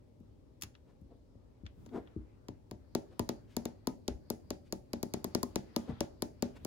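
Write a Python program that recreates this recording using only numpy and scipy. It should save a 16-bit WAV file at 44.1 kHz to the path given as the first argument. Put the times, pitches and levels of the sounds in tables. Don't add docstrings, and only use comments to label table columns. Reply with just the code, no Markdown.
import sys
import numpy as np
from scipy import signal
from scipy.fft import rfft, irfft, next_fast_len
from scipy.io import wavfile
from scipy.ndimage import uniform_filter1d

SR = 44100
rng = np.random.default_rng(int(sys.argv[2]) if len(sys.argv) > 2 else 0)


def log_audio(samples):
    frames = np.atleast_2d(samples).T
    limited = np.clip(frames, -1, 1)
    pcm = np.round(limited * 32767).astype(np.int16)
    wavfile.write(sys.argv[1], SR, pcm)


N = 293706

# pitch_hz, level_db
HUSH_TONE = [(15, -52), (25, -26), (44, -1), (120, -2.5), (180, -18), (263, -6.5), (293, -11.5),
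             (354, -13.5), (607, -16), (695, -28.5), (818, -24), (1480, -42.5), (5280, -43), (9320, -51),
             (13000, -56), (16000, -66)]
RUMBLE_TONE = [(15, -49), (28, -17.5), (48, 0.5), (90, 2), (140, -4.5), (300, -6.5), (1000, -47)]
RUSTLE_TONE = [(100, -1), (350, 18), (1000, 21), (2000, 14), (3000, 8), (5000, 5.5), (9000, -14),
               (11300, -10), (13000, -20), (16000, -16)]
LIFT_TONE = [(1000, -36), (3000, -9), (4700, 22), (6500, -6), (9000, -34), (11300, -7), (13000, -19)]
# pitch_hz, likeness
NOISE_LIKENESS = [(60, .7), (180, 0.65), (550, 0), (5000, 0.01)]
# time_s, level_db
RUMBLE_CURVE = [(0.0, -64), (1.67, -66), (1.82, -52.5), (2.24, -64), (3.36, -59.5), (3.89, -64),
                (4.17, -59.5), (6.42, -61), (6.66, -52)]
RUSTLE_CURVE = [(0.0, -84), (1.69, -82), (1.98, -71), (2.61, -83), (3.21, -73), (3.65, -79.5), (4.8, -84),
                (5.29, -71), (5.66, -70), (5.9, -64.5), (6.27, -80.5), (6.66, -70)]
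# start_s, level_db, treble_db
GRAZES = [(0.203, -75, 14), (0.6212, -33, 2.5), (0.634, -38.5, -6), (0.751, -54.5, -44), (1.013, -75, 14),
          (1.6636, -47.5, -34), (1.8613, -58, -7), (1.8902, -62, -38), (2.073, -56.5, -82)]
# start_s, level_db, contact_s, pitch_hz
PRESSES = [(0.207, -46, 0.0029, 137), (0.632, -44, 0.0028, 100), (1.016, -46.5, 0.0048, 88.5),
           (1.354, -47.5, 0.002, 110), (1.635, -39.5, 0.0044, 88.5), (1.865, -43.5, 0.00093, 221),
           (2.163, -31.5, 0.0031, 82), (2.488, -40.5, 0.0028, 109), (2.715, -42, 0.0047, 101),
           (3.197, -34, 0.0026, 100), (4.104, -36.5, 0.0063, 62.6), (5.893, -29.5, 0.0042, 128)]
# middle_s, half_length_s, level_db, slips_per_s, treble_db
SKIDS = [(0.899, 0.035, -65.5, 310, 9), (1.122, 0.022, -58, 250, -20), (1.964, 0.03, -37, 252, -12),
         (3.127, 0.017, -61.5, 540, 8), (3.522, 0.035, -70.5, 400, 47), (4.67, 0.019, -75, 530, 53),
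         (5.68, 0.037, -75, 440, 18), (5.9, 0.021, -44.5, 490, -1.5), (6.568, 0.013, -56, 450, 24)]
# start_s, strength_db, treble_db, phone_ring_db
TAPS = [(2.4846, -47, -17, -37.5), (2.712, -45.5, -12, -38), (2.9505, -31, -11, -34),
        (3.1943, -32, -7, -20), (3.2909, -32.5, -12, -27), (3.5664, -31.5, -6, -26.5),
        (3.6545, -35.5, -13, -33), (3.8717, -32, -6, -28), (4.08, -33, -14, -35), (4.302, -31.5, -4, -27),
        (4.505, -34.5, -13, -41), (4.7249, -33.5, -4, -30.5), (4.933, -35.5, -13.5, -42),
        (5.0297, -33, -2.5, -29.5), (5.1379, -32.5, -10.5, -45), (5.2436, -33, -4, -29.5),
        (5.3495, -28.5, -10.5, -33), (5.4308, -31, 0, -25), (5.558, -30, -12, -31),
        (5.7627, -28, -6.5, -22.5), (6.0063, -29.5, -13, -39), (6.222, -30.5, -4.5, -31),
        (6.424, -30.5, -13, -34), (6.649, -37.5, -4.5, -54)]
# pitch_hz, level_db
CLICK_TONE = [(300, -11.5), (1400, 0.5), (2300, -4.5), (3000, -4), (4600, 0.7), (7000, 3), (8300, -8.5),
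              (9500, -1.5), (11300, -0.5), (16000, -7)]
SKIN_TONE = [(100, -11), (250, 7.5), (450, 1), (800, -6.5), (1300, -15), (2500, -25), (5000, -33),
             (8000, -38), (14000, -48.5)]
# pitch_hz, fade_s, left_db, right_db
# (fade_s is the time a sound takes to drop by 60 dB)
CASE_NOTES = [(1830, 0.015, -27, -22), (2730, .008, -2, 2), (3550, 0.0098, 4, -6), (5300, .008, -11, -4)]
DESK_NOTES = [(79.1, 0.8, -27.5, -40.5), (141.3, 0.21, -29, -27.5), (201.8, 0.15, -15, -24.5),
              (242, 0.16, -7.5, -13.5), (303.4, 0.34, -30.5, -23), (316, 0.021, -1.5, -10.5),
              (325, 0.12, -22.5, -22), (377, 0.24, -21.5, -25), (408, 0.14, -18, -47),
              (564.3, 0.089, -13, -37), (590, 0.0055, -3.5, -51), (720, 0.3, -31, -53),
              (860, 0.36, -23, -32.5)]
GLASS_NOTES = [(1310, 0.015, -11, -4), (1770, 0.015, -9.5, -14), (2350, 0.011, -9, -12),
               (3617, 0.022, -15, -13), (4390, 0.016, 4, 1.5), (4620, 0.015, 0, -3.5),
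               (5670, 0.0048, -31, -32), (6400, 0.0088, -35, -30), (10960, 0.0038, -15, -10)]
PHONE_NOTES = [(1003, 0.035, -2.5, -15.5), (1062, 0.034, -8.5, -12.5), (1236, 0.13, -26, -55),
               (1820, 0.011, -14, -41)]
# pitch_hz, phase_radians
PORT_PHASE = [(250, -0.19), (420, -0.36), (600, -0.5), (1000, 2.5), (1800, 1.33)]
# pitch_hz, fade_s
ROOM_FADE = [(100, 0.3), (400, 0.58), (1000, 0.2461), (4000, 0.213), (8000, 0.3), (15000, 0.29)]
# pitch_hz, level_db
ROOM_TONE = [(60, -0.5), (250, -6), (450, -3), (750, 4.5), (1100, -1), (2000, 4.5), (5000, -0.5),
             (9000, -6.5), (11300, -8), (13200, -22), (15000, -9)]

RIGHT_LEAD_S = .000266


def amp(db):
    return 10 ** (np.asarray(db) / 20)


def unit(x):
    return x / np.sqrt(np.mean(x ** 2) + 1e-20)


def along(points, hz):
    pitches, values = np.transpose(points)
    return np.interp(np.log(hz + 1), np.log(pitches + 1), values)


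def add(track, start_s, sound):
    start = max(round(start_s * SR), 0)
    part = sound[..., :max(N - start, 0)]
    track[..., start:start + part.shape[-1]] += part


def filtered(x, response):
    size = next_fast_len(x.shape[-1] + SR // 10)
    return irfft(rfft(x, size) * response(np.fft.rfftfreq(size, 1 / SR)), size)[..., :x.shape[-1]]


def impulse(tone_db, size=512):
    cepstrum = irfft(np.log(amp(tone_db(np.fft.rfftfreq(size, 1 / SR)))))
    cepstrum[1:size // 2] *= 2
    cepstrum[size // 2 + 1:] = 0
    tick = irfft(np.exp(rfft(cepstrum)))
    return tick / np.linalg.norm(tick)


def with_room_row(pair):
    return np.vstack([pair, pair.mean(0)])


def noise(tone):
    def response(hz):
        spread = np.arccos(np.clip(along(NOISE_LIKENESS, hz), -1, 1)) / 2
        return amp(along(tone, hz)) * [np.cos(spread), np.sin(spread)]
    mid, side = filtered(rng.standard_normal((2, N)), response)
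    return unit(np.array([mid + side, mid - side]))


def patchy(x, depth_db=3.0):
    spectrum = signal.stft(x, nperseg=512)[2]
    drift = uniform_filter1d(rng.standard_normal(spectrum.shape[1:]), size=12, axis=0)
    drift = uniform_filter1d(drift, size=24, axis=1)
    return unit(signal.istft(spectrum * amp(depth_db * unit(drift)), nperseg=512)[1][:, :N])


def background(jolt_s=0.071, swing_lead_s=.03, lift_lag_s=0.042, half_length_s=0.094):
    t = np.arange(N) / SR
    jolts, swings, lifts = np.zeros((3, N))
    for start_s, db, *_ in TAPS:
        age = t - start_s
        jolts += amp(db - 20) * (age > 0) * np.exp(-np.abs(age) / jolt_s)
        swings += amp(db - 51) * np.exp(-((age + swing_lead_s) / half_length_s) ** 2)
        lifts += amp(db - 49) * np.exp(-((age - lift_lag_s) / half_length_s) ** 2)
    shake = amp(np.interp(t, *np.transpose(RUMBLE_CURVE)) - 1.0)
    stir_db = np.interp(t, *np.transpose(RUSTLE_CURVE))
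    stir = amp(4.0 + stir_db.max() + 1.21 * (stir_db - stir_db.max()))
    hush = amp(-61.5) * noise(HUSH_TONE) * amp([[1.5], [-1.5]])
    rumble = np.hypot(shake, jolts) * noise(RUMBLE_TONE)
    rustle = np.hypot(stir, swings) * patchy(noise(RUSTLE_TONE))
    hiss = lifts * patchy(noise(LIFT_TONE))
    return hush + rumble * amp([[.4], [-.4]]) + (rustle + hiss) * amp([[1.3], [-1.3]])


def bending(hz, travel_s):
    return np.exp(-4j * np.pi * travel_s * np.sqrt(1000 * hz))


def click(treble_db, crunch_s, rough, width, travel_s, left_db):
    t = np.arange(SR // 50) / SR
    snap = filtered(1. * (t == 0), lambda hz: bending(hz, travel_s))
    crunches = rng.standard_normal((2, len(t))) * t * np.exp(-t / crunch_s)
    shared, side = [crunch / np.linalg.norm(crunch) for crunch in crunches]
    side = filtered(side, lambda hz: along([(1000, 0.81), (6000, 1.0), (10000, 0.56)], hz))
    mid = snap + rough * shared
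    pair = np.array([mid + width * side, mid - width * side])
    bursts = np.vstack([pair * np.sqrt(2) / np.linalg.norm(pair), snap]) * np.sqrt(SR / 300)
    treble_share = [(3500, 0.0092), (11000, 0.99)]
    tick = impulse(lambda hz: along(CLICK_TONE, hz) + treble_db * along(treble_share, hz))
    left, right, outgoing = signal.fftconvolve(bursts, tick[None], axes=1)
    late_left = filtered(left, lambda hz: np.exp(-2j * np.pi * hz * RIGHT_LEAD_S))
    return np.array([amp(left_db) * late_left, right, outgoing])


def ring(notes, scatter_db, detune=0.015, hold_s=1):
    t = np.arange(SR // 6) / SR
    hz, fade_s, left_db, right_db = np.transpose(notes)
    level, shift = rng.standard_normal((2, len(hz)))
    phase = 2 * np.pi * (hz * (1 + detune * shift))[:, None] * t
    ahead = (2 * np.pi * hz * RIGHT_LEAD_S + along(PORT_PHASE, hz))[:, None]
    fade = amp(scatter_db * level[:, None] - 60 * t / fade_s[:, None]) * np.exp(-(t / hold_s) ** 2)
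    left = amp(left_db) @ (fade * np.cos(phase))
    right = amp(right_db) @ (fade * np.cos(phase + ahead))
    return np.array([left, right])


def pressed(x, contact_s):
    push = np.sin(np.pi * np.minimum(np.arange(SR // 20) / SR / contact_s, 1)) ** 2
    return signal.fftconvolve(x, push[None] / push.sum(), axes=1)


def nail_grazes(skitter_s=.009, skitter_db=-17):
    out = np.zeros((3, N))
    for start_s, db, treble_db in GRAZES:
        for offset_s, offset_db in [(-skitter_s, skitter_db), (0, 0), (skitter_s, skitter_db)]:
            brush = click(treble_db, crunch_s=.002, rough=.99, width=.62, travel_s=.001564, left_db=4)
            add(out, start_s + offset_s, amp(db + offset_db - 4.5) * brush)
        case = pressed(ring(CASE_NOTES, scatter_db=4), contact_s=0.0003)
        add(out, start_s + 0.00102, amp(db - 5) * with_room_row(case))
    return out


def thud(contact_s, pitch_hz, travel_s=0.00201, damping=0.24):
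    def sway(hz):
        friction = 1j * hz * pitch_hz * damping
        return friction / (pitch_hz ** 2 - hz ** 2 + friction)
    wave = filtered(signal.unit_impulse(SR // 6), lambda hz: sway(hz) * bending(hz, travel_s))
    desk = amp(-43.5) * ring(DESK_NOTES, scatter_db=7.5, hold_s=0.095)
    pair = pressed(wave * amp([[1], [-1]]) + desk, contact_s)
    return with_room_row(pair / np.abs(pair).max())


def pad_presses(gain_db=2.5, settle_s=0.0246, settle_db=-12.5):
    out = np.zeros((3, N))
    for start_s, db, contact_s, pitch_hz in PRESSES:
        add(out, start_s, amp(db + gain_db) * thud(contact_s, pitch_hz))
        settle = thud(contact_s * 2.2, pitch_hz * 0.73)
        add(out, start_s + settle_s, amp(db + gain_db + settle_db) * settle)
    return out


def room_ring(x, early_db=9.5, early_s=0.0031, stretches=12):
    out = np.zeros((2, N))
    for part in np.array_split(np.arange(N), stretches):
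        hz, t, spectrum = signal.stft(rng.standard_normal((2, SR // 2)), SR, nperseg=256)
        fade = amp(-60 * t / along(ROOM_FADE, hz)[:, None])
        tail = signal.istft(spectrum * fade * amp(along(ROOM_TONE, hz))[:, None], SR, nperseg=256)[1]
        age = np.arange(tail.shape[1]) / SR
        early_boost = 1 + amp(early_db) * np.exp(-age / early_s)
        fade_in = 1 - np.exp(-age / .001)
        tail = tail * early_boost * fade_in / np.sqrt(SR / 50)
        add(out, part[0] / SR, signal.fftconvolve(x[:, part], tail, axes=1))
    return out


def wall_echo(x, delay_s=.03, dull_hz=700):
    return filtered(x, lambda hz: np.exp(-2j * np.pi * hz * delay_s) / (1 + 1j * hz / dull_hz) ** 2)


def skin_skids(jitter=0.23):
    out = np.zeros(N)
    t = np.arange(SR // 4) / SR
    treble_share = [(600, 0.22), (2500, 0.84)]
    for middle_s, half_length_s, db, slips_per_s, treble_db in SKIDS:
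        skin = impulse(lambda hz: along(SKIN_TONE, hz) + treble_db * along(treble_share, hz), size=2048)
        slip_times = np.cumsum(np.exp(jitter * rng.standard_normal(len(t) // 100)) / slips_per_s)
        slips = np.bincount((slip_times * SR).astype(int), minlength=len(t))[:len(t)]
        rubbing = unit(slips - slips.mean()) + rng.standard_normal(len(t))
        judder = unit(signal.fftconvolve(rubbing, skin)[:len(t)])
        swell = np.exp(-((t - t.mean()) / half_length_s) ** 2)
        add(out, middle_s - t.mean(), amp(db) * judder * swell)
    return with_room_row(out * amp([[1.5], [-3]]))


def desk_knock(travel_s):
    desk = pressed(ring(DESK_NOTES, scatter_db=2, detune=0.018, hold_s=0.086), contact_s=0.0011)
    knock = filtered(desk, lambda hz: bending(hz, travel_s))
    return -with_room_row(knock * amp([[-.3], [.6]]))


def nail_taps(usual_db=-32, usual_treble_db=-7, desk_travel_s=0.00033):
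    out = np.zeros((3, N))
    for start_s, db, treble_db, phone_db in TAPS:
        harder_db, brighter_db = db - usual_db, treble_db - usual_treble_db
        nail = click(brighter_db, crunch_s=.0007, rough=1, width=.46, travel_s=.001288, left_db=1)
        add(out, start_s - .0005, amp(db - 3) * nail)
        glass = pressed(ring(GLASS_NOTES, scatter_db=0.5, detune=0.014), contact_s=.0001)
        add(out[:2], start_s + 0.00022, amp(db - 6) * glass)
        phone = pressed(ring(PHONE_NOTES, scatter_db=5), contact_s=0.00064)
        add(out, start_s, amp(phone_db - 5) * with_room_row(phone))
        knock_db = -23 + 0.84 * harder_db - 0.23 * brighter_db
        delay_s = .00405 - .00006 * harder_db
        add(out, start_s + delay_s - desk_travel_s, amp(knock_db) * desk_knock(desk_travel_s))
    return out


def scene():
    touches = nail_taps() + pad_presses() + nail_grazes() + skin_skids()
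    direct, outgoing = touches[:2], touches[2:]
    return direct + amp(-13.5) * wall_echo(outgoing) + amp(-10) * room_ring(outgoing) + background()


def record(dry, top_hz=16300):
    return filtered(dry, lambda hz: 1 / np.sqrt(1 + (hz / top_hz) ** 160))


dry = scene()
out = record(dry)
log_audio(out)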